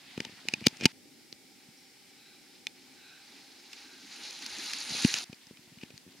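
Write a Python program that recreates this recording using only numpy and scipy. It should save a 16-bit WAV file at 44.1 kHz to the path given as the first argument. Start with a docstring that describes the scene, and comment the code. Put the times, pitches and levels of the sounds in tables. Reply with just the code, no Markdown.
"""Case handling and a passing bicycle

Fingers click, rub and thump a plastic case; clicks from 4.3 to 5.2 s are probably ticks of the passing bicycle.
Short rough bursts and pushes ring banks of modes. In the second of three hard-cut shots the bicycle nears
on concrete: noise for tyres and road, ringing chain ticks.
Behind them are field air (patchy noise humming and rustling), one falling sine whistle and microphone hiss.
"""
import sys
import numpy as np
from scipy import signal
from scipy.fft import rfft, irfft, next_fast_len
from scipy.io import wavfile

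SR = 44100
rng = np.random.default_rng(int(sys.argv[2]) if len(sys.argv) > 2 else 0)


def digitize_waveform(pressure):
    """Quantize a signal to 16-bit integers and store it at the path in sys.argv[1].

    Rows of a 2-D input are taken as channels; values are limited to [-1, 1].
    """
    field = np.atleast_2d(pressure).T
    bounded = np.clip(field, -1, 1)
    quanta = np.round(bounded * 32767).astype(np.int16)
    wavfile.write(sys.argv[1], SR, quanta)


N = 273413

# Shots: start_s, end_s
SHOTS = [(0, .922), (.928, 5.243), (5.244, 6.2)]

# Sharp clicks: fingers on the plastic case, and from 4.3 to 5.2 s probably ticks of the passing bicycle:
# start_s, peak_db (before pan), centre_hz, contact_s
CLICKS = [(0.176, -29.5, 2690, .002), (0.2029, -19, 2540, 0.0013), (0.2488, -27.5, 2280, 0.0024),
          (0.4853, -12.5, 2600, 0.0011), (0.5374, -12.5, 2560, .0012), (0.607, -34, 2920, 0.0013),
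          (0.64, -34, 2230, .0025), (0.653, -33, 2250, 0.0032), (0.662, -21, 4520, 0.0054),
          (0.667, -3, 3960, .002), (0.6812, -24.5, 5440, 0.0022), (0.769, -38.5, 5590, .002),
          (0.8007, -40, 2350, .002), (0.809, -26.5, 2450, .002), (0.815, -37, 2410, 0.0018),
          (0.8205, -42, 2370, .002), (0.836, -23, 2380, .0015), (0.845, -27, 2900, 0.0022),
          (0.855, -1, 3240, 0.0019), (0.8588, -11, 2570, 0.0029), (1.3262, -28.5, 3730, 0.0011),
          (2.6688, -16, 2870, .0008), (3.73, -32, 3500, .003), (4.307, -31, 6000, 0.0022),
          (4.422, -31, 5000, .003), (4.462, -25.5, 4300, .002), (4.733, -20.5, 3500, 0.0022),
          (5.046, -15.5, 2420, 0.0028), (5.1405, -11, 3400, .0008), (5.185, -22.5, 4470, 0.0022),
          (5.328, -36, 2480, 0.0028), (5.3435, -44, 4600, .002), (5.468, -42, 5150, .002),
          (5.5713, -41, 2480, .001), (5.785, -43, 2360, .002), (5.812, -41.5, 2810, .003),
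          (5.833, -36, 2080, 0.0029), (5.902, -41.5, 2140, .004), (5.9776, -32.5, 4070, .001)]
# Click and rub modes: mode_hz, relative_db, t60_s
SHELL_MODES = [(880, 26.5, 0.045), (1580, -38, 0.0034), (2050, -42, 0.0048), (2488, 6, 0.022),
               (2885, 16, 0.0053), (3560, 7.5, 0.0052), (3550, -15, 0.066), (4140, 17.5, 0.0038),
               (4720, 16, 0.0066), (5190, 19, 0.0059), (5900, -31, 0.04), (6050, 18, 0.0062),
               (7830, -23, 0.0049), (9000, -41, .003), (10060, -21, 0.0016), (13500, -12, .003)]
# Finger drags ending in a slip: end_s, length_s, final_db (before pan)
RUBS = [(0.675, 0.06, -35.5), (0.846, 0.051, -30), (5.836, 0.041, -48)]
# Case thumps: start_s, peak_db (before pan), push_s
THUMPS = [(0.177, -26, 0.0036), (0.202, -28, 0.0033), (0.216, -42, 0.0037), (0.252, -42, 0.0027),
          (0.267, -42, 0.0043), (0.294, -43, 0.0036), (0.453, -41.5, 0.0029), (0.485, -37.5, 0.0038),
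          (0.536, -27.5, 0.0034), (0.613, -37.5, 0.0037), (0.621, -35.5, 0.0058), (0.665, -24.5, 0.0022),
          (0.668, -11.5, 0.0039), (0.727, -45, 0.0039), (0.802, -43, 0.0024), (0.81, -33, 0.0034),
          (0.823, -32, 0.0024), (0.831, -29, 0.0041), (0.844, -26, 0.0043), (0.855, -10, 0.0042),
          (1.326, -44.5, 0.0033), (2.667, -46.5, 0.003), (4.906, -41, 0.0047), (4.918, -37.5, 0.0058),
          (4.949, -35.5, 0.0029), (5.142, -38, 0.0029), (5.295, -40, 0.0061), (5.328, -38, 0.0034),
          (5.509, -39.5, 0.0035), (5.772, -44, 0.0054), (5.833, -33, 0.004), (5.904, -44.5, 0.0026),
          (5.937, -44.5, 0.0078), (5.958, -50, 0.0049), (6.064, -45, 0.0037), (6.075, -45, 0.0046),
          (6.086, -48, 0.004), (6.149, -50.5, 0.0032)]
# Body modes: mode_hz, relative_db, t60_s
BODY_MODES = [(157, -12, 0.049), (247, 11, 0.022), (423, 16, 0.0052), (660, 2, 0.008), (930, -4, 0.01)]
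# Wheel over a slab joint jolts the case: start_s, peak_db (before pan), push_s, side_db_per_octave
JOINT = (5.047, -7.5, .0045, -8)
# Shifting grip, one value a shot: small_thumps_per_s
GRIP_PER_S = [64, 1.5, 14]
CONTACT_RISE_LENGTHS = 0.83
CLICK_FALL_DB_PER_OCTAVE, FALL_PER_DB_WEAKER = 9, 0.3   # fall away from the centre, for a 0 dB click
RUB_SWELL_DB, SNAP_DB, THUMP_SIDE_DB_PER_OCTAVE, GRIP_DB = 25, 17, 8, -58.5
NEAR_PAN_DB = 1.3   # left over right: the hand holds the left side

# Tyre roar spectrum: freq_hz, relative_db_per_hz
TYRE_SPECTRUM = [(260, -35), (450, -15.5), (748, -16), (818, -6.5), (1070, -14), (1490, -8), (2700, -3),
                 (3140, -6.5), (4110, 1), (6730, -8.5), (7930, -23), (9200, -22), (10400, -42),
                 (11500, -29), (16000, -46)]
# Road rumble spectrum: freq_hz, relative_db_per_hz
ROAD_SPECTRUM = [(18, -53), (30, -5), (119, -19), (264, 2.5), (414, -5.5), (572, -32), (650, -12),
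                 (840, -22), (1430, -120)]
# Rider left-right likeness: freq_hz, likeness_0_to_1
RIDER_LIKENESS = [(60, 0.62), (240, 0.92), (950, 1), (3770, 0.9), (15000, 0.94)]
# Distance laws over soft ground: nearest_db (before pushes and pan), loss_db_per_doubling
TYRE_LAW = (-36.5, 10.95)
RUMBLE_LAW = (-56, 6.4)
CHAIN_LAW = (-43.5, 15.2)
# Chain modes: mode_hz, relative_db, t60_s
CHAIN_MODES = [(6550, 2, .007), (7050, -5, .006), (9000, -4, .006), (9600, -2, .006), (10300, -2, .006),
               (11000, -7, .005), (12900, -12, .002)]
# Chain scuffs on the guide, about one a crank turn: centre_s, level_db (before pan), tilt_db_per_octave
SCUFFS = [(2.28, -66.5, 4), (3.1, -61.5, 0), (3.92, -66, -5)]
# Guide resonances: mode_hz, relative_db, t60_s
GUIDE_MODES = [(1570, 0, .01), (2550, -1, .006), (3950, 1, .005)]
SPEED_M_PER_S, PASS_S, NEAREST_M = 9, 4.955, 3.45
DULLING_DB_PER_OCTAVE_M, NEAR_TILT_DB_PER_OCTAVE = 0.0914, 0.13
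CRANK_HZ, CRANK_S, CRANK_DB = 1.172, 5.05, 2.5   # turns per s, moment of a push (two a turn), swing
STRONG_LEG_S, STRONG_LEG_DB = 4.323, 1.5   # one leg pushes harder: moment, swing
LINKS_PER_S, SCUFF_WIDTH_S = 56, 0.13
RIDER_PAN_DB = -0.4   # left over right

# Field air, one table a shot: time_s, hum_db, rustle_db
FIELD_LEVELS = [
    [(0.0, -65.5, -54), (0.7, -61.5, -54), (0.92, -65, -55)],
    [(0.93, -59.5, -63.5), (1.86, -66.5, -61.5), (2.7, -62.5, -61.5), (3.2, -66.5, -60)],
    [(5.25, -69, -60.5), (5.894, -63.5, -60.5), (6.2, -65, -60.5)],
]
# Hum spectrum: freq_hz, relative_db_per_hz
HUM_SPECTRUM = [(15, -61), (25, -23.5), (193, -13), (268, -5.5), (324, -11.5), (367, -10), (403, -15),
                (650, -25.5), (840, -81), (1430, -120)]
# Rustle spectrum, middle shot: freq_hz, relative_db_per_hz
RUSTLE_SPECTRUM = [(320, -75), (550, -7), (658, -38), (704, -6), (787, 6.5), (1020, -13.5), (1590, -3),
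                   (1720, -4), (2260, 5), (2700, -3), (2920, -0.5), (4130, -1.5), (5410, 3.5), (6110, -15),
                   (8000, -8.5), (10400, -15.5), (17600, -120)]
# Rustle spectrum, first and last shot: freq_hz, relative_db_per_hz
LANE_RUSTLE_SPECTRUM = [(320, -54.5), (550, -19), (744, -9), (1090, -14), (1180, -15), (1690, -9),
                        (2060, -5.5), (2410, -7.5), (2610, -6.5), (2990, -8), (4940, -7.5), (6250, -16.5),
                        (8000, -21.5), (10400, -25.5), (17600, -120)]
# Field left-right likeness: freq_hz, likeness_0_to_1
FIELD_LIKENESS = [(60, 0.61), (240, 0.55), (950, 0.86), (3770, 0.63), (15000, 0.074)]
# Far falling whistle: time_s, pitch_hz, peak_db
BIRD = [(1.77, 5750, -65), (1.79, 5570, -66), (1.85, 5460, -64), (1.88, 5470, -73)]
# Microphone hiss spectrum: freq_hz, relative_db_per_hz
HISS_SPECTRUM = [(600, -9.5), (1200, -10), (5000, 0), (7000, -1), (11000, -4.5), (16000, -10), (17000, -30)]
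# Hiss left-right likeness: freq_hz, likeness_0_to_1
HISS_LIKENESS = [(6000, 0.089), (15000, 0.077)]
HISS_DB = -62.5
BASS_CUT_HZ, CUTOFF_HZ = 105, 16700


def from_db(db):
    """Amplitude gain of a level in dB."""
    return 10 ** (np.asarray(db) / 20)


def rms_one(x):
    """Scale to rms 1."""
    return x / np.sqrt(np.mean(x ** 2) + 1e-20)


def in_time(rows):
    """Interpolate the value columns of a time table at every sample."""
    time_s, *columns = np.transpose(rows)
    return [np.interp(np.arange(N) / SR, time_s, column) for column in columns]


def shot(k):
    """True while shot k runs."""
    t = np.arange(N) / SR
    return (t >= SHOTS[k][0]) & (t <= SHOTS[k][1])


def at_hz(points, hz):
    """Interpolate a spectrum on a log frequency axis."""
    points_hz, values = np.array(points).T
    return np.interp(np.log(hz), np.log(points_hz), values)


def drift(rate_hz):
    """Slow random curve of rms 1: two-pole lowpassed noise, computed every 40 samples."""
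    r = np.exp(-80 * np.pi * rate_hz / SR)
    slow = signal.lfilter([1], [1, -2 * r, r * r], rng.standard_normal(N // 40 + 2002))[2000:]
    return np.interp(np.arange(N) / 40, np.arange(len(slow)), rms_one(slow))


def ring(x, mode_hz, t60_s):
    """Two-pole resonance; a unit click starts a decaying sine of height 1."""
    r, w = from_db(-60 / (t60_s * SR)), 2 * np.pi * mode_hz / SR
    return signal.lfilter([0, np.sin(w)], [1, -2 * r * np.cos(w), r * r], x + 1e-18)


def pan(x, left_over_right_db):
    """Split a level difference between left and right."""
    half_db = left_over_right_db / 2
    return x * from_db(np.array([[half_db], [-half_db]]))


def noise(spectrum, likeness, patchy_db, rate_hz, tilt_db=0):
    """Shaped stereo noise, rms 1 before its 2/3-octave bands flicker and tilt about 4 kHz."""
    size = next_fast_len(N)
    hz = np.arange(size // 2 + 1) * SR / size + 1e-3
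    mid, side = rfft(rng.standard_normal((2, size)))
    alike = np.clip(at_hz(likeness, hz), 0, 1)
    both = np.sqrt(1 + alike) * mid + np.sqrt(1 - alike) * side * [[1], [-1]]
    both = from_db(at_hz(spectrum, hz)) * both
    both /= np.sqrt(np.sum(abs(both) ** 2)) / size

    centres = np.arange(np.log2(spectrum[1][0]), np.log2(spectrum[-2][0]), 2 / 3)
    place = np.clip(np.log2(hz), centres[0], centres[-1])
    together = drift(rate_hz / 3)
    out = 0
    for centre in centres:
        weight = np.clip(1 - abs(place - centre) * 3 / 2, 0, 1)
        band = irfft(both * weight, size)[:, :N]
        flicker_db = patchy_db * (together / 2 + drift(rate_hz))
        out = out + band * from_db(flicker_db + tilt_db * (centre - np.log2(4000)))
    return out


def add(out, start_s, sound):
    """Mix a short sound into out."""
    i = round(start_s * SR)
    out[:, i:i + sound.shape[1]] += sound[:, :N - i]


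def shell(contact, centre_hz, fall_db_per_octave, luck_db):
    """Contact force rings the shell modes, most strongly those near its centre."""
    out = 0
    for (mode_hz, db, t60_s), chance_db in zip(SHELL_MODES, luck_db):
        fall_db = max(fall_db_per_octave, 0) * abs(np.log2(mode_hz / centre_hz))
        out = out + from_db(db + chance_db - fall_db) * ring(contact, mode_hz, t60_s)
    lowpass = signal.butter(2, min(3.9 * centre_hz, 18000), fs=SR, output="sos")
    highpass = signal.butter(3, 1600, "high", fs=SR, output="sos")
    return signal.sosfilt(np.vstack([lowpass, highpass]), out)


def clicks():
    """Sharp clicks: a few ms of rough noise ring the modes; each microphone has some grit of its own."""
    out, t = np.zeros((2, N)), np.arange(4000) / SR
    luck_db = rng.standard_normal((len(CLICKS), len(SHELL_MODES)))
    grit = rng.standard_normal((len(CLICKS), 2, len(t)))
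    for (start_s, db, centre_hz, contact_s), luck, (mid, side) in zip(CLICKS, luck_db, grit):
        rough = mid + 0.38 * side * [[1], [-1]]
        force = rough * np.exp(-(t / max(contact_s, 2e-4) - CONTACT_RISE_LENGTHS) ** 2)
        fall = CLICK_FALL_DB_PER_OCTAVE - FALL_PER_DB_WEAKER * db
        sound = shell(force, centre_hz, fall, luck)
        add(out, start_s, from_db(db) * sound / abs(sound).max())
    return out


def rub():
    """Skin slips in dense uneven grains through the shell, swelling until the finger lets go."""
    t, level = np.arange(N) / SR, 0
    for end_s, length_s, db in RUBS:
        swell_db = RUB_SWELL_DB * np.minimum(t - end_s, 0) / length_s
        level = level + from_db(db + swell_db) * (t > end_s - length_s) * (t < end_s)
    grains = (rng.random(N) < 1500 / SR) * from_db(3.0 * rng.standard_normal(N))
    grains = grains * rng.choice([-1, 1], N)
    creak = shell(grains, centre_hz=2450, fall_db_per_octave=22.0, luck_db=np.zeros(len(SHELL_MODES)))
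    return level * rms_one(creak)


def thud(push_s, side_db_per_octave):
    """Press, snap and release ring the body modes, weighted away from the second mode; peak 1."""
    phase = np.clip(np.arange(3000) / SR / max(push_s, 1e-3), 0, 1)
    push = np.sin(2 * np.pi * phase) * np.sin(np.pi * phase)
    push[np.argmax(phase >= .5)] -= from_db(SNAP_DB)   # the press gives way at its middle
    sound = 0
    for mode_hz, db, t60_s in BODY_MODES:
        side_db = side_db_per_octave * abs(np.log2(mode_hz / BODY_MODES[1][0]))
        sound = sound + from_db(db + side_db) * ring(push, mode_hz, t60_s)
    return sound / abs(sound).max()


def thumps():
    """Body thuds at listed times, the joint jolt, and a random patter from the shifting grip."""
    out = np.zeros((1, N))
    for start_s, db, push_s in THUMPS:
        add(out, start_s, from_db(db) * thud(push_s, THUMP_SIDE_DB_PER_OCTAVE)[None])
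    joint_s, joint_db, *joint_thud = JOINT
    add(out, joint_s, from_db(joint_db) * thud(*joint_thud)[None])
    per_s = sum(rate * shot(k) for k, rate in enumerate(GRIP_PER_S))
    patter_db = GRIP_DB + 7.7 * np.minimum(rng.standard_normal(N), 1.5)
    patter = (rng.random(N) < per_s / SR) * from_db(patter_db) * rng.choice([-1, 1], N)
    return out + signal.fftconvolve(patter, thud(0.0056, side_db_per_octave=1))[:N]


def chain():
    """Links seat on teeth: near-regular ticks, every second one weaker, ring the modes unevenly."""
    turns = np.cumsum(2 * LINKS_PER_S * (1 + 0.024 * drift(4.8))) / SR
    at = np.flatnonzero(np.diff(np.floor(turns)))
    chance = rng.standard_normal((len(at), len(CHAIN_MODES) + 1))
    at = np.clip(at + (40 * chance[:, -1]).astype(int), 0, N - 1)
    weaker_db = 6 * (np.arange(len(at)) % 2)
    out = 0
    for k, (mode_hz, db, t60_s) in enumerate(CHAIN_MODES):
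        ticks = np.zeros(N)
        ticks[at] = from_db(db + 4 * chance[:, k] - weaker_db)
        bursts = signal.lfilter([1], [1, -.975], ticks)   # decay in about 1 ms
        whirr = .17 * from_db(db)
        rough = (bursts + whirr) * rng.standard_normal(N)
        out = out + (-1) ** k * ring(rough, mode_hz, t60_s)
    return rms_one(np.array([out, np.roll(out, shift=1)]))   # right lags one sample


def scuff():
    """Chain on its guide: soft hiss through the guide's resonances, swelling and fading."""
    t, hiss, out = np.arange(N) / SR, rng.standard_normal(N), 0
    for mode_hz, mode_db, t60_s in GUIDE_MODES:
        octaves = np.log2(mode_hz / GUIDE_MODES[1][0])
        level = 0
        for centre_s, db, tilt_db in SCUFFS:
            swell = np.exp(-((t - centre_s) / SCUFF_WIDTH_S) ** 2)
            level = level + from_db(db + mode_db + tilt_db * octaves) * swell
        out = out + level * rms_one(ring(ring(hiss, mode_hz, t60_s), mode_hz, t60_s))
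    return out


def rider():
    """Tyre, road and chain follow distance until the cut; pedal pushes sway tyre and chain."""
    t = np.arange(N) / SR
    metres = np.hypot(NEAREST_M, SPEED_M_PER_S * (t - PASS_S))
    push_db = CRANK_DB * np.cos(4 * np.pi * CRANK_HZ * (t - CRANK_S))
    push_db += STRONG_LEG_DB * np.cos(2 * np.pi * CRANK_HZ * (t - STRONG_LEG_S))
    doublings = np.log2(metres / NEAREST_M)
    tyre_db, rumble_db, chain_db = (near_db - loss_db * doublings
                                    for near_db, loss_db in (TYRE_LAW, RUMBLE_LAW, CHAIN_LAW))
    tilt_db = NEAR_TILT_DB_PER_OCTAVE - DULLING_DB_PER_OCTAVE_M * (metres - NEAREST_M)
    roar = noise(TYRE_SPECTRUM, RIDER_LIKENESS, patchy_db=2.0, rate_hz=23.6, tilt_db=tilt_db)
    tyre = from_db(tyre_db + push_db) * roar
    rumble = from_db(rumble_db) * noise(ROAD_SPECTRUM, RIDER_LIKENESS, patchy_db=5.0, rate_hz=11.0)
    ticking = from_db(chain_db + push_db) * chain()
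    return pan(tyre + rumble + ticking + scuff(), RIDER_PAN_DB) * shot(1)


def field():
    """Field air hums through the case and rustles: patchy noise with levels set shot by shot."""
    hum_level, rustle_level = (sum(from_db(in_time(FIELD_LEVELS[k])[column]) * shot(k) for k in range(3))
                               for column in range(2))
    hum = noise(HUM_SPECTRUM, FIELD_LIKENESS, patchy_db=0.5, rate_hz=19)
    middle = noise(RUSTLE_SPECTRUM, FIELD_LIKENESS, patchy_db=0.2, rate_hz=25.0)
    lane = noise(LANE_RUSTLE_SPECTRUM, FIELD_LIKENESS, patchy_db=2.0, rate_hz=17)
    return hum_level * hum + rustle_level * np.where(shot(1), middle, lane)


def bird():
    """One faint falling whistle: a sine of gliding pitch."""
    pitch_hz, db = in_time(BIRD)
    t = np.arange(N) / SR
    sounding = (t > BIRD[0][0]) & (t < BIRD[-1][0])
    return from_db(db) * np.sin(2 * np.pi * np.cumsum(pitch_hz) / SR) * sounding


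def microphone_hiss():
    """Steady self-noise, nearly independent in the two microphones."""
    return from_db(HISS_DB) * noise(HISS_SPECTRUM, HISS_LIKENESS, patchy_db=0, rate_hz=9)


def scene():
    """Mix all sources; only the microphone hiss bridges the cuts."""
    near = pan(clicks() + rub() + thumps(), NEAR_PAN_DB)
    running = shot(0) | shot(1) | shot(2)
    return (near + rider() + field() + bird()) * running + microphone_hiss()


def record(dry):
    """The small microphones lose the deep bass; a steep lowpass cuts the top."""
    thin = signal.sosfilt(signal.butter(2, BASS_CUT_HZ, "high", fs=SR, output="sos"), dry)
    return signal.sosfilt(signal.cheby2(14, 70, CUTOFF_HZ, fs=SR, output="sos"), thin)


dry = scene()
out = record(dry)
digitize_waveform(out)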